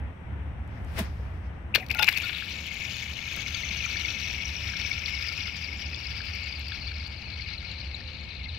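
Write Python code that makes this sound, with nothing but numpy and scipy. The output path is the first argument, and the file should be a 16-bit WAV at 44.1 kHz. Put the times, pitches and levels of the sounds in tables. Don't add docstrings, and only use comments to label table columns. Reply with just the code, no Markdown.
import sys
import numpy as np
from scipy import signal
from scipy.fft import rfft, irfft, next_fast_len
from scipy.io import wavfile
from scipy.ndimage import map_coordinates

SR = 44100
rng = np.random.default_rng(int(sys.argv[2]) if len(sys.argv) > 2 else 0)


def elevation(decibels):
    levels = np.asarray(decibels, float)
    return 10 ** (levels / 20)


def wav_out(sig):
    wavfile.write(sys.argv[1], SR, np.round(np.clip(np.atleast_2d(sig).T, -1, 1) * 32767).astype(np.int16))


N = 378378

# (time [s], level [dB])
ENGINE_LOAD = [(0, -27), (0.15, -45.5), (0.3, -33.5), (0.6, -36.5), (0.92, -30.5), (1.2, -32),
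               (1.65, -39.5), (1.85, -42.5), (2.4, -46.5), (3.45, -41), (4.4, -39.5), (4.7, -37.5),
               (5.3, -40), (5.7, -42), (6.2, -40.5), (7.3, -39), (7.9, -40.5), (8.58, -40)]
# (frequency [Hz], density [dB per Hz])
DRONE_SPECTRUM = [(12, -62), (33, -24), (54, -4.5), (70, 6), (82, 1.5), (140, -17), (170, -17), (220, -29),
                  (370, -120)]
# (frequency [Hz], density [dB per Hz])
TYRE_SPECTRUM = [(65, -15.5), (110, -4), (140, -10), (199, -10), (395, -21), (920, -21), (1050, -25),
                 (1150, -24.5), (1950, -25.5), (3200, -37.5), (5000, -59.5), (6500, -101), (11000, -120)]
# (frequency [Hz], correlation [0-1])
TYRE_ALIKE = [(60, 1), (180, 1), (550, 0.34), (1650, 0.023), (4970, 0.01), (15000, 0.12)]
# (frequency [Hz], left minus right [dB])
AROUND_BALANCE = [(60, -7), (110, 3), (200, 0), (380, 0.5), (700, 2.5), (1290, 2.5), (2380, 8.5),
                  (4400, 6.5), (8120, -6), (15000, 8)]
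# (time [s], pitch [Hz], level [dB])
MACHINE_HUM = [
    (7.55, 523, -69),
    (7.7, 532, -61.5),
    (8.2, 516, -63),
    (8.45, 510, -70),
    (8.57, 500, -73),
]
TYRES_DB, TYRES_FOLLOW = -47, 0.2
TYRES_FADE_DB_PER_S = 0.5

# (time [s], level [dB])
ARM_SWISH = [
    (0.62, -98),
    (0.69, -83),
    (0.86, -73.5),
    (0.95, -64.5),
    (0.993, -40),
    (1.03, -56),
    (1.08, -72),
    (1.4, -81),
    (1.65, -100),
]
# (frequency [Hz], density [dB per Hz])
SLEEVE_SPECTRUM = [(150, -20), (300, 2.5), (700, -8.5), (1500, -8.5), (3000, -7.5), (7000, -19.5),
                   (12000, -18), (15700, -25)]
# (frequency [Hz], density [dB per Hz])
CLOTH_SPECTRUM = [(2000, 14), (3500, 1), (5500, 5.5), (6500, -3), (8000, -24), (16000, -42)]
# (time [s], peak level [dB])
SEAM_TICKS = [
    (.677, -54),
    (.848, -49),
    (.940, -56),
    (.950, -53),
]
# (time [s], peak level [dB])
CUFF_CRACKS = [
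    (.992, -33),
    (.985, -44),
]
# (time [s], peak level [dB], pitch [Hz], length [s])
CLOTH_FLAPS = [
    (.998, -31.5, 658, 0.032),
    (1.012, -24, 206, 0.028),
    (1.2, -45, 500, .02),
]
RUSTLE_DB, RUSTLE_FOLLOWS = -55, 0.64

# (time [s], peak level [dB], pitch [Hz])
SLAB_BLOWS = [(1.744, -17.5, 2540), (1.751, -17, 2270), (1.7594, -18, 3040), (1.755, -24, 2540),
              (1.769, -34, 2500), (1.8009, -38, 2410), (1.807, -32, 2480), (1.812, -37, 2400),
              (1.827, -35, 2260), (1.831, -33, 2010), (1.8992, -29, 2330), (1.9087, -17, 2370),
              (1.912, -23.5, 2676), (1.9425, -27, 2480), (1.957, -31, 2200), (1.972, -27, 2300),
              (2.004, -26, 2720), (1.9491, -32, 2560), (1.987, -25, 2540), (1.997, -22, 2740),
              (2.015, -27, 2620), (2.031, -22, 2700), (2.036, -16, 2460), (2.066, -31, 2490),
              (2.0714, -32, 2700), (2.08, -16, 2550), (2.084, -13, 2325), (2.0925, -20, 2260),
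              (2.1271, -35, 2470), (2.1606, -26, 2240), (2.166, -24, 2510), (2.177, -19.5, 2430),
              (2.2018, -24, 2520), (2.2103, -27, 2380)]
# (time [s], peak level [dB])
SLAB_SNAPS = [
    (2.0861, -5),
    (2.0896, -7),
]
# (time [s], peak level [dB], pitch [Hz])
SHARD_BUMPS = [(2.2553, -22, 2550), (2.2917, -20, 2370), (2.3286, -24, 2287), (2.6813, -27, 2260),
               (2.7117, -20, 2204), (2.797, -27, 2330), (2.8175, -27, 2220), (2.8489, -23, 2300),
               (3.023, -23, 2230), (3.2764, -24, 2440), (3.3104, -26, 2450), (3.3408, -23, 2250),
               (3.3752, -29, 2306), (3.4615, -23, 2220), (3.5483, -23, 2310), (3.5987, -23, 2280),
               (3.6331, -20.5, 2140), (3.7089, -20, 2307), (3.8037, -25, 2550), (3.8431, -22, 2350),
               (3.8486, -17.5, 2420), (3.9005, -22, 2280), (3.9469, -19, 2270), (3.9654, -20, 2270),
               (3.9998, -24, 2220), (4.0482, -15, 2220), (4.0816, -23, 2490), (4.144, -26, 2560),
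               (4.1664, -24, 2170), (4.2417, -26, 2580), (4.2602, -25, 2170), (4.2956, -25, 2550),
               (4.3794, -22, 2220), (4.4019, -21, 2250), (4.6987, -28, 2290), (4.7561, -22, 2250),
               (4.7975, -21, 2270), (4.8499, -18, 2300), (4.9137, -14.5, 2260), (4.9776, -22, 2290),
               (5.0359, -25, 2300), (5.0793, -17, 2190), (5.1377, -20, 2240), (5.1731, -22, 2210),
               (5.2115, -26, 2210), (5.2749, -23, 2360), (5.3268, -24, 2250), (5.3856, -35, 2320),
               (5.4091, -24, 2240), (5.456, -23, 2170), (5.686, -25, 2220), (5.7274, -26, 2210),
               (5.9289, -29, 2550), (6.4068, -31, 2240), (7.3966, -24.5, 2200), (7.9124, -30, 2223),
               (8.4128, -32, 2240), (8.4587, -28, 2140)]
# (time [s], peak level [dB])
FAR_SWOOPS = [(3.4176, -37), (3.4799, -33), (3.5228, -38), (3.546, -29), (3.648, -28), (3.6884, -36),
              (3.7683, -40), (3.8581, -27.5), (3.9459, -45), (3.9693, -34), (4.0571, -30), (4.0821, -37),
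              (4.104, -30), (4.2093, -36), (4.2322, -28), (4.306, -27), (4.4543, -23.5), (4.4777, -28),
              (4.564, -28), (4.6378, -30), (4.6977, -29), (4.744, -34), (4.77, -27), (4.814, -36),
              (4.8633, -26.5), (4.9137, -22.5), (5.1491, -25), (5.188, -27), (5.2858, -20.5), (5.3182, -31),
              (5.404, -33), (5.43, -35), (5.471, -26), (5.5597, -29), (5.642, -24), (5.859, -29),
              (5.9423, -30), (6.069, -25), (6.1094, -28), (6.4317, -25.5), (6.4936, -28), (6.5242, -26),
              (6.6817, -27), (6.7196, -33), (6.8163, -30), (6.8737, -26), (7.0616, -29), (7.3017, -33),
              (7.3377, -28), (7.419, -28), (7.5352, -25.5), (7.5811, -26), (7.6689, -34), (7.7133, -27),
              (7.8111, -29), (7.946, -22.5), (8.076, -32), (8.49, -26.5)]
# (time [s], peak level [dB])
HEAVY_KNOCKS = [(2.422, -34), (2.4657, -40), (3.371, -39), (3.5128, -43), (3.7687, -52), (3.862, -36),
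                (3.956, -31.5), (4.5649, -50), (4.6063, -45), (4.687, -35), (4.7348, -33), (4.894, -39),
                (5.245, -33), (5.5397, -49), (5.9303, -38), (6.2032, -33), (6.283, -40), (6.7185, -34.5),
                (6.9152, -39), (8.0053, -40)]
# (time [s], peak level [dB])
FAR_SKIPS = [(2.2963, -40), (2.3303, -35), (2.3831, -40), (3.4276, -45), (3.6887, -36), (3.77, -39),
             (4.3502, -46), (4.4953, -47), (4.7658, -31), (4.8156, -31), (5.059, -24), (5.4048, -30),
             (5.4352, -36), (5.945, -29), (6.2158, -34), (6.5277, -35), (6.7203, -28), (7.302, -42),
             (7.4192, -35), (7.715, -34), (7.8116, -36)]
# (time [s], peak level [dB], pitch [Hz], length [s])
SPLINTER_PINGS = [(1.7585, -39, 340, 0.0075), (1.97, -43, 6400, .008), (2.034, -19.5, 3600, 0.0053),
                  (2.138, -35, 3400, 0.017), (1.78, -34.5, 523, 0.0077), (2.03, -45, 510, 0.0115),
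                  (2.087, -39, 1100, 0.00496), (1.775, -44, 1500, 0.028), (2.349, -29, 3800, .007),
                  (2.257, -33, 3700, .008), (1.954, -48.5, 754, .03), (1.758, -27.5, 4350, 0.028),
                  (1.818, -49, 752, 0.055), (1.926, -46, 4900, 0.017), (1.998, -35, 5130, 0.019),
                  (2.014, -31.5, 3540, 0.024), (2.07, -39, 7200, 0.009), (2.171, -35, 4450, 0.024),
                  (2.178, -43, 6600, 0.018), (2.22, -47, 6800, .016), (2.241, -38, 4450, 0.033),
                  (2.288, -48, 5550, 0.022)]

# (time [s], peak level [dB], dull part [dB])
AIR_CRACKS = [(1.75, -22, -3), (1.7525, -29, 7.5), (1.7552, -33, 12), (1.7584, -24, 4.5),
              (1.761, -33, 10.5), (1.8654, -45, -16), (1.887, -48, -8), (1.904, -38, 1), (1.915, -31, 1.5),
              (1.9265, -48, -22), (1.9488, -39, 3), (1.98, -54, 8), (1.9914, -34, 9.5), (1.995, -31.5, 4),
              (2.025, -27, 3.5), (2.03, -24, 2.5), (2.0447, -26, 0), (2.0716, -34, -7), (2.079, -34.5, 8),
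              (2.0896, -24, 4), (2.0935, -30, -9), (2.116, -50, -19), (2.127, -33.5, 2), (2.156, -48, -7),
              (2.175, -28.5, -2.5), (2.185, -34, 0), (2.25, -42, 2), (2.296, -52.5, 21), (2.3314, -55, 21)]
# (frequency [Hz], density [dB per Hz])
CRACK_SPECTRUM = [(200, -26), (700, -13.5), (1300, -7.5), (2300, 5), (4400, -1), (7700, -24.5),
                  (10000, -26.5), (12700, -13), (15700, -20)]
# (time [s], peak level [dB])
DRY_TICKS = [(2.4033, -53), (2.4592, -51), (2.6687, -44), (2.7434, -44), (3.1374, -51), (3.3634, -36.5),
             (4.8775, -52), (4.898, -46), (5.3285, -50), (6.2565, -56), (6.3516, -51), (6.595, -50),
             (6.6864, -50), (7.0725, -56), (7.5895, -64), (7.9576, -78)]
# (time [s], peak level [dB])
SHARD_TINGS = [(5.3773, -46), (5.5689, -45), (5.7758, -44), (5.9605, -47), (6.441, -46), (6.6087, -52),
               (7.3327, -69), (7.7178, -51), (7.9533, -51), (8.2117, -58), (8.2431, -58), (8.4143, -74)]
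# (time [s], peak level [dB])
SPLINTER_SPITS = [(1.787, -50), (1.805, -48), (1.8095, -48), (1.8165, -46), (1.823, -50), (1.832, -51),
                  (1.843, -50), (1.9485, -29), (1.9745, -40), (2.012, -38), (2.112, -31), (2.161, -39),
                  (2.2035, -35), (2.2405, -41), (2.279, -47), (2.377, -53)]
CRACK_S, TING_HZ = 0.0042, 6980

# (time [s], level [dB])
RATTLE = [(1.77, -37), (1.82, -46), (1.87, -57), (1.93, -47.5), (2.06, -34.5), (2.32, -36), (2.55, -39.5),
          (2.85, -38), (3.2, -39), (3.95, -34), (4.2, -37), (4.75, -37), (5.4, -36.5), (5.6, -40),
          (6.5, -39.5), (7.2, -43.5), (7.6, -43.5), (8.58, -46.5)]
# (frequency [Hz], density [dB per Hz])
EDGE_SPECTRUM = [(4000, -19), (6000, -12), (7300, -3), (8200, -12.5), (10800, -12.5), (12300, -5),
                 (14000, -8.5), (15700, -7.5)]
# (frequency [Hz], density [dB per Hz])
RUB_SPECTRUM = [(600, -34), (1280, -6.5), (1390, -3), (1520, -5), (1780, 2.5), (3000, 2), (6000, -11),
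                (8500, -63)]
SCRAPE_DB, SCRAPE_FADES_DB_PER_S2 = -25.5, 0.47
SPREAD_S, FAN_OUT_S = 2.406, 0.44
MIDDLE_DB, UNSPREAD_DB = -7, -19
MIDDLE_BUSIEST_S, MIDDLE_ARCH_DB_PER_S2, MIDDLE_THINS_DB = 2.8, 0.62, 7
FAR_DB, FAR_EMPTY_DB, FAR_FILLS_S = 0.5, -26, 2.66
SHORE_HZ, LEAD_HZ, THICK_HZ = 4110, 7015, 3021
THINNEST_HZ = 7430
THIN_UNTIL_S, THICKENS_S = 2.65, 4.5
SCATTERS_S = 2.18
KNOCK_HZ = 1725

# (time [s], peak level [dB], low mode [dB], time until landing [s])
SHARD_FLIGHTS = [
    (1.951, -36.5, -9, 0.041),
    (1.994, -24.5, -7, 0.034),
    (2.024, -39, 9, 0.012),
    (2.238, -34.5, -35, 0.033),
    (2.296, -40.5, -35, 0.017),
    (2.34, -47, -35, .025),
]
# (frequency [Hz], level [dB], t60 [s])
BIG_MODES = [(861, 0, .18), (1427, 0, .15), (2250, -8, .1)]
# (frequency [Hz], level [dB], t60 [s])
SLIDER_MODES = [(1374, -1.5, 0.082)]
# (start [s], end [s])
ROUGH_BOUTS = [
    (3.15, 4.15),
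    (4.68, 5.5),
    (5.9, 6.4),
    (6.65, 7.7),
]
# (time [s], peak level [dB])
STOUT_CLINKS = [(2.2349, -27), (2.2962, -36), (2.3306, -34), (2.383, -31), (2.9428, -27), (2.9911, -30),
                (3.0819, -35), (3.4282, -37), (3.5459, -19), (3.6886, -25), (3.7689, -28), (3.8996, -31),
                (3.9699, -21), (4.0567, -23), (4.1031, -23), (4.3506, -39), (4.4952, -40), (4.7666, -24),
                (4.8155, -25), (4.9297, -23), (5.0594, -20), (5.2645, -30), (5.3184, -37), (5.4047, -27),
                (5.4351, -33), (5.473, -28), (5.5663, -35), (5.9449, -28), (6.0692, -35), (6.2163, -26),
                (6.4333, -39), (6.4937, -40), (6.5246, -34), (6.6823, -33), (6.7197, -26), (6.8838, -29),
                (7.0609, -33), (7.3023, -36), (7.3383, -35), (7.4191, -33)]
# (frequency [Hz], level [dB], t60 [s])
STOUT_MODES = [(3490, -0.5, 0.034), (4487, 0.5, 0.032)]

# (frequency [Hz], t60 [s])
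BANK_DECAY = [(500, 0.17), (2500, 0.09), (12000, 0.073)]
# (frequency [Hz], left minus right [dB])
BODY_SHADOW = [(60, -13), (110, 8), (200, 11), (380, -2), (700, 2.5), (1290, 12.5), (2380, 14.5),
               (4400, 13.5), (8120, 9), (15000, 20)]
# (frequency [Hz], correlation [0-1])
ICE_LIKENESS = [(600, .8), (1400, .75), (3000, .72), (7000, .65), (15000, .55)]
# (frequency [Hz], density [dB per Hz])
HISS_SPECTRUM = [(3000, -33), (5700, 3), (7000, -10), (8300, 0.5), (9500, -9), (15500, -12.5)]
TOP_HZ = 15850


def unit(x):
    return x / np.sqrt(np.mean(x ** 2) + 1e-20)


def along(points, hz):
    f, v = np.transpose(points)
    return np.interp(np.log(hz + 1), np.log(f + 1), v)


def curves(rows, at=None, silent=-140):
    s, *columns = np.transpose(rows)
    at = np.arange(N) / SR if at is None else at
    return [np.interp(at, s, c, left=silent, right=silent) for c in columns]


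def wobble(rate):
    knots = rng.standard_normal(int(N * rate / SR) + 4)
    return map_coordinates(knots, [np.arange(N) * rate / SR])


def filtered(x, response):
    m = next_fast_len(N + SR // 2)
    return irfft(rfft(x, m) * response(np.fft.rfftfreq(m, 1 / SR)), m)[..., :N]


def above(hz, corner, order=4):
    return 1 / (1 + (corner / (hz + 1)) ** order)


def rush(spectrum, alike):
    def shape(hz):
        turn = np.arccos(np.clip(along(alike, hz), -1, 1)) / 2
        return elevation(along(spectrum, hz)) * np.array([np.cos(turn), np.sin(turn)])
    mid, side = filtered(rng.standard_normal((2, N)), shape)
    return unit(np.array([mid + side, mid - side]))


def shaded(x):
    return filtered(x, lambda hz: elevation(along(AROUND_BALANCE, hz) / 2 * np.array([[1], [-1]])))


def traffic():
    load_db, = curves(ENGINE_LOAD)
    tyres_db = TYRES_DB + TYRES_FOLLOW * (load_db + 40) - TYRES_FADE_DB_PER_S * np.arange(N) / SR
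    drone = elevation(load_db) * rush(DRONE_SPECTRUM, [(30, .89), (70, .95), (150, 0.93)])
    tyres = elevation(tyres_db + 2.5 + 0.93 * wobble(11.0)) * rush(TYRE_SPECTRUM, TYRE_ALIKE)
    hum_hz, hum_db = curves(MACHINE_HUM)
    hum = elevation(hum_db + 2.3 * wobble(9)) * np.sin(2 * np.pi * np.cumsum(hum_hz) / SR)
    return drone + shaded(tyres) + hum


def placed(s, waves):
    where = np.round(s * SR).astype(int)[:, None] + np.arange(waves.shape[1])
    return np.bincount(where.ravel(), waves.ravel(), N + SR)[:N]


def puffs(s, db, life):
    life = np.broadcast_to(life, s.shape)[:, None]
    u = np.clip(np.arange(SR // 60) / SR / life, 0, 1)
    bursts = np.sin(np.pi * u) ** 2 * rng.standard_normal(u.shape)
    return placed(s - life[:, 0] / 2, elevation(db)[:, None] * bursts)


def chirps(s, db, hz, life, fall):
    life = np.broadcast_to(life, s.shape)[:, None]
    t = np.arange(int(life.max() * SR) + 1) / SR
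    u = np.clip(t / life, 0, 1)
    phase = 2 * np.pi * hz[:, None] * t * (1 + fall * (1 - u) / 2)
    start_phase = 2 * np.pi * rng.random((len(s), 1))
    wave = np.sin(np.pi * u) ** 2 * np.sin(phase + start_phase)
    return placed(s - life[:, 0] / 2, elevation(db)[:, None] * wave)


def throw():
    swish_db, = curves(ARM_SWISH)
    rustle_db = RUSTLE_DB + RUSTLE_FOLLOWS * (swish_db + 62.0)
    air = elevation(swish_db + 9.5) * rush(SLEEVE_SPECTRUM, [(200, 0.98), (700, 0.96), (1500, 0.0), (12000, 0.0)])
    rustle = elevation(rustle_db + 3.0 + 3.8 * wobble(30.1)) * rush(CLOTH_SPECTRUM, [(3000, .1)])
    wake_db = -49 - 7.9 * ((np.arange(N) / SR - .995) / 0.057) ** 2
    wake = elevation(wake_db) * rush([(400, -25), (900, -2), (2500, 0), (5000, -25)], [(1500, .3)])
    s, db = np.transpose(SEAM_TICKS)
    seams = filtered(puffs(s, db, 0.0034), lambda hz: above(hz, 4500) / (1 + (hz / 11000) ** 4))
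    s, db = np.transpose(CUFF_CRACKS)
    cuff = filtered(puffs(s, db, 0.007), lambda hz: above(hz, 6500))
    s, db, hz, life = np.transpose(CLOTH_FLAPS)
    flaps = chirps(s, db, hz, life, fall=0.023)
    return shaded(air + rustle + wake) + seams + cuff + flaps


def lead_pitch(s):
    out = np.clip(1 + (s - SPREAD_S - .15) / FAN_OUT_S, 0, 1)
    thinness = np.exp(-np.maximum(s - THIN_UNTIL_S, 0) / THICKENS_S)
    ahead_hz = THICK_HZ + (LEAD_HZ - THICK_HZ) * thinness
    return SHORE_HZ + out ** 3 * (ahead_hz - SHORE_HZ)


def scattered(hz, share):
    return hz * np.exp(share * rng.standard_normal(len(hz)))


def landings():
    s, db, hz = np.transpose(SLAB_BLOWS)
    blows = chirps(s, db - .5, hz, 0.0069, fall=0.29)
    s, db = np.transpose(SLAB_SNAPS)
    snaps = chirps(s, db, np.full(len(s), 2300), .0013, fall=0.26)
    s, db, hz = np.transpose(SHARD_BUMPS)
    bumps = chirps(s + 0.002974, db - 8.0, hz, 0.013, fall=0.12)
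    s, db = np.transpose(FAR_SWOOPS)
    swoops = chirps(s + 0.0027, db - 9.0, scattered(.97 * lead_pitch(s), 0.0303), 0.014, fall=0.208)
    s, db = np.transpose(HEAVY_KNOCKS)
    knocks = chirps(s + 0.0032, db, scattered(np.full(len(s), KNOCK_HZ), 0.11), 0.00684, fall=0.21)
    s, db = np.transpose(FAR_SKIPS)
    skips = 0
    for share in (.9, .55, .25):
        hz = scattered(2700 + share * (lead_pitch(s) - 2700), 0.046)
        skips = skips + chirps(s + .006 * (1 - share), db - 9.0, hz, .006, fall=0.41)
    s, db, hz, life = np.transpose(SPLINTER_PINGS)
    pings = chirps(s, db, hz, life, fall=0.0081)
    return blows + snaps + bumps + swoops + knocks + skips + pings


def skating():
    near_db, = curves(RATTLE)
    since = np.arange(N) / SR - SPREAD_S
    arch_db = MIDDLE_ARCH_DB_PER_S2 * (since + SPREAD_S - MIDDLE_BUSIEST_S) ** 2
    middle_db = MIDDLE_DB + UNSPREAD_DB * np.clip(-since / FAN_OUT_S, 0, 1)
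    middle_db = middle_db - np.minimum(arch_db, MIDDLE_THINS_DB)
    far_db = FAR_DB + UNSPREAD_DB * (since < 0)
    far_db = far_db + FAR_EMPTY_DB * np.exp(-np.maximum(since, 0) / FAR_FILLS_S)
    scrape_db = SCRAPE_DB - SCRAPE_FADES_DB_PER_S2 * since ** 2
    return near_db, near_db + middle_db, near_db + far_db, near_db + scrape_db


def patter(count, spread_db):
    s = rng.uniform(RATTLE[0][0], N / SR, count)
    size, a, b = np.clip(rng.standard_normal((3, count)), -2, 2)
    return s, spread_db * size, a, b


def cracks():
    s, db, body_db = np.transpose(AIR_CRACKS)
    colour = lambda hz: elevation(along(CRACK_SPECTRUM, hz) - along(CRACK_SPECTRUM, 12300.0))
    bright = filtered(puffs(s, db + 0.11, 1.4 * CRACK_S), lambda hz: colour(hz) * above(hz, 4000))
    dull = filtered(puffs(s, db + body_db - 6.5, 2.2 * CRACK_S),
                    lambda hz: colour(hz) * (1 - above(hz, 4000)))
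    s, db = np.transpose(DRY_TICKS)
    ticks = filtered(puffs(s, db - 0.5, 0.0058),
                     lambda hz: elevation(0.68 * along(EDGE_SPECTRUM, hz) + 6.0) * above(hz, 6000))
    s, db = np.transpose(SHARD_TINGS)
    tings = chirps(s, db + .3, TING_HZ * np.ones(len(s)), 0.0043, fall=.03)
    s, db, a, _ = patter(count=260, spread_db=5.0)
    tumble = elevation(skating()[0] - 27) * chirps(s, db, TING_HZ * np.exp(.03 * a), .005, fall=.03)
    s, db = np.transpose(SPLINTER_SPITS)
    spits = filtered(puffs(s, db + 2.5, 0.002), lambda hz: above(hz, 10500, order=8))
    return spits + bright + dull + ticks + tings + tumble


def sheet(jolts):
    near_db, middle_db, far_db, _ = skating()
    s, db, a, b = patter(count=5000, spread_db=1.0)
    thinner = rng.random(len(s)) ** 1.296
    near_hz = 2190 * np.exp(0.2797 * thinner)
    near = chirps(s, db - 8.4 * thinner, near_hz, .0115 * np.exp(.3 * b), fall=0.1)

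    s, db, a, b = patter(count=8500, spread_db=4.0)
    share = rng.random(len(s)) ** 1.03
    octaves = share * np.log2(lead_pitch(s) / 2850)
    middle = chirps(s, db - 9.0 * octaves, 2800 * 2 ** octaves, .0042 * np.exp(.3 * b), fall=0.29)

    s, db, a, b = patter(count=6000, spread_db=3.5)
    apart = np.clip((s - SPREAD_S) / SCATTERS_S, .25, 1)
    detune = 0.055 * rng.standard_normal(len(s)) - 0.0594 * np.abs(a)
    lead_hz = lead_pitch(s) * np.exp(apart * detune)
    behind = np.clip(0.1526 * apart * rng.exponential(size=len(s)), 0, 1)
    far_hz = lead_hz * (THINNEST_HZ / lead_hz) ** behind
    far = chirps(s, db - 30 * behind, far_hz, 0.011 * np.exp(0.33 * b), fall=0.22 * apart[:, None])

    swarm = elevation(near_db - 4.5) * unit(near * elevation(0.82 * jolts))
    swarm += elevation(middle_db + 1.0) * unit(middle * elevation(2.0 * jolts))
    swarm += elevation(far_db - 1.5) * unit(far * elevation(1.77 * jolts))
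    return swarm


def scraping(jolts):
    s, db, sign, _ = patter(count=9000, spread_db=5.0)
    clicks = placed(s, (elevation(db) * np.sign(sign))[:, None])
    dust = (unit(clicks) + 0.7 * rng.standard_normal(N)) * elevation(2.05 * jolts)
    near_db, _, _, scrape_db = skating()
    edge = filtered(dust, lambda hz: elevation(along(EDGE_SPECTRUM, hz)))
    rub = filtered(dust, lambda hz: elevation(along(RUB_SPECTRUM, hz)))
    return elevation(scrape_db + 3.5) * unit(edge) + elevation(near_db - 9.5) * unit(rub)


def rings(events, modes):
    s, db, first_db, flight = np.transpose(events)
    t = np.arange(SR // 12) / SR
    onset = 1 - np.exp(-t / 0.00029)
    landed = elevation(-60 * np.maximum(t - flight[:, None], 0) / 0.035)
    wave = 0
    for k, (hz, level_db, t60) in enumerate(modes):
        strength = db + level_db + (first_db if k == 0 else 0) + rng.normal(0, 1, len(s))
        detune = 1 + 0.0095 * rng.standard_normal((len(s), 1))
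        wave = wave + elevation(strength[:, None] - 60 * t / t60) * np.sin(2 * np.pi * hz * detune * t)
    return placed(s, onset * landed * wave)


def heavy_hops():
    hops = [(s, db - 9.5, 0, .035) for s, db in HEAVY_KNOCKS]
    times, sizes, _, _ = patter(count=240, spread_db=3.5)
    levels = sizes + curves(RATTLE, at=times)[0]
    for s, db in zip(times, levels):
        if any(a < s < b for a, b in ROUGH_BOUTS):
            hops.append((s, db - 12.0, 0, .03))
    return rings(hops, SLIDER_MODES)


def echoed(x):
    hz, t, z = signal.stft(rng.standard_normal(SR // 3), SR, nperseg=128)
    decay = elevation(-60 * t / along(BANK_DECAY, hz)[:, None])
    tail = signal.istft(z * decay, SR, nperseg=128)[1]
    return signal.fftconvolve(x, tail / np.linalg.norm(tail))[:N]


def ports(x):
    z = signal.stft(x, nperseg=256)[2]
    random_phase = np.exp(2j * np.pi * rng.random(z.shape))
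    stray = signal.istft(z * random_phase, nperseg=256)[1][:N]
    stray = stray * np.std(x) / np.std(stray)

    def response(hz):
        alike = np.clip(along(ICE_LIKENESS, hz), 0, 1)
        shade = elevation(-along(BODY_SHADOW, hz)) * np.exp(2j * np.pi * hz / SR)
        return shade * np.array([alike, np.sqrt(1 - alike ** 2)])
    right = filtered(np.array([x, stray]), response)
    return elevation(6.0) * np.array([x, right.sum(axis=0)])


def scene():
    jolts = 2 * np.tanh(.5 * wobble(40) + 0.12 * wobble(10))
    clinks = [(s, db - 8.0, 0, .004) for s, db in STOUT_CLINKS]
    ice = landings() + cracks() + sheet(jolts) + scraping(jolts)
    ice += rings(SHARD_FLIGHTS, BIG_MODES) + heavy_hops() + rings(clinks, STOUT_MODES)
    echo = elevation(-11.5) * echoed(ice)
    return traffic() + throw() + ports(ice + echo)


def low_pass(x):
    return signal.sosfilt(signal.butter(12, 16830, fs=SR, output="sos"), x)


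def record(dry):
    hiss = elevation(-77.0) * rush(HISS_SPECTRUM, [(5000, 0.0053)])
    heard = filtered(dry + hiss, lambda hz: np.clip((TOP_HZ - hz) / 200, 0, 1))
    return low_pass(np.clip(heard, -1, 1))


dry = scene()
out = record(dry)
wav_out(out)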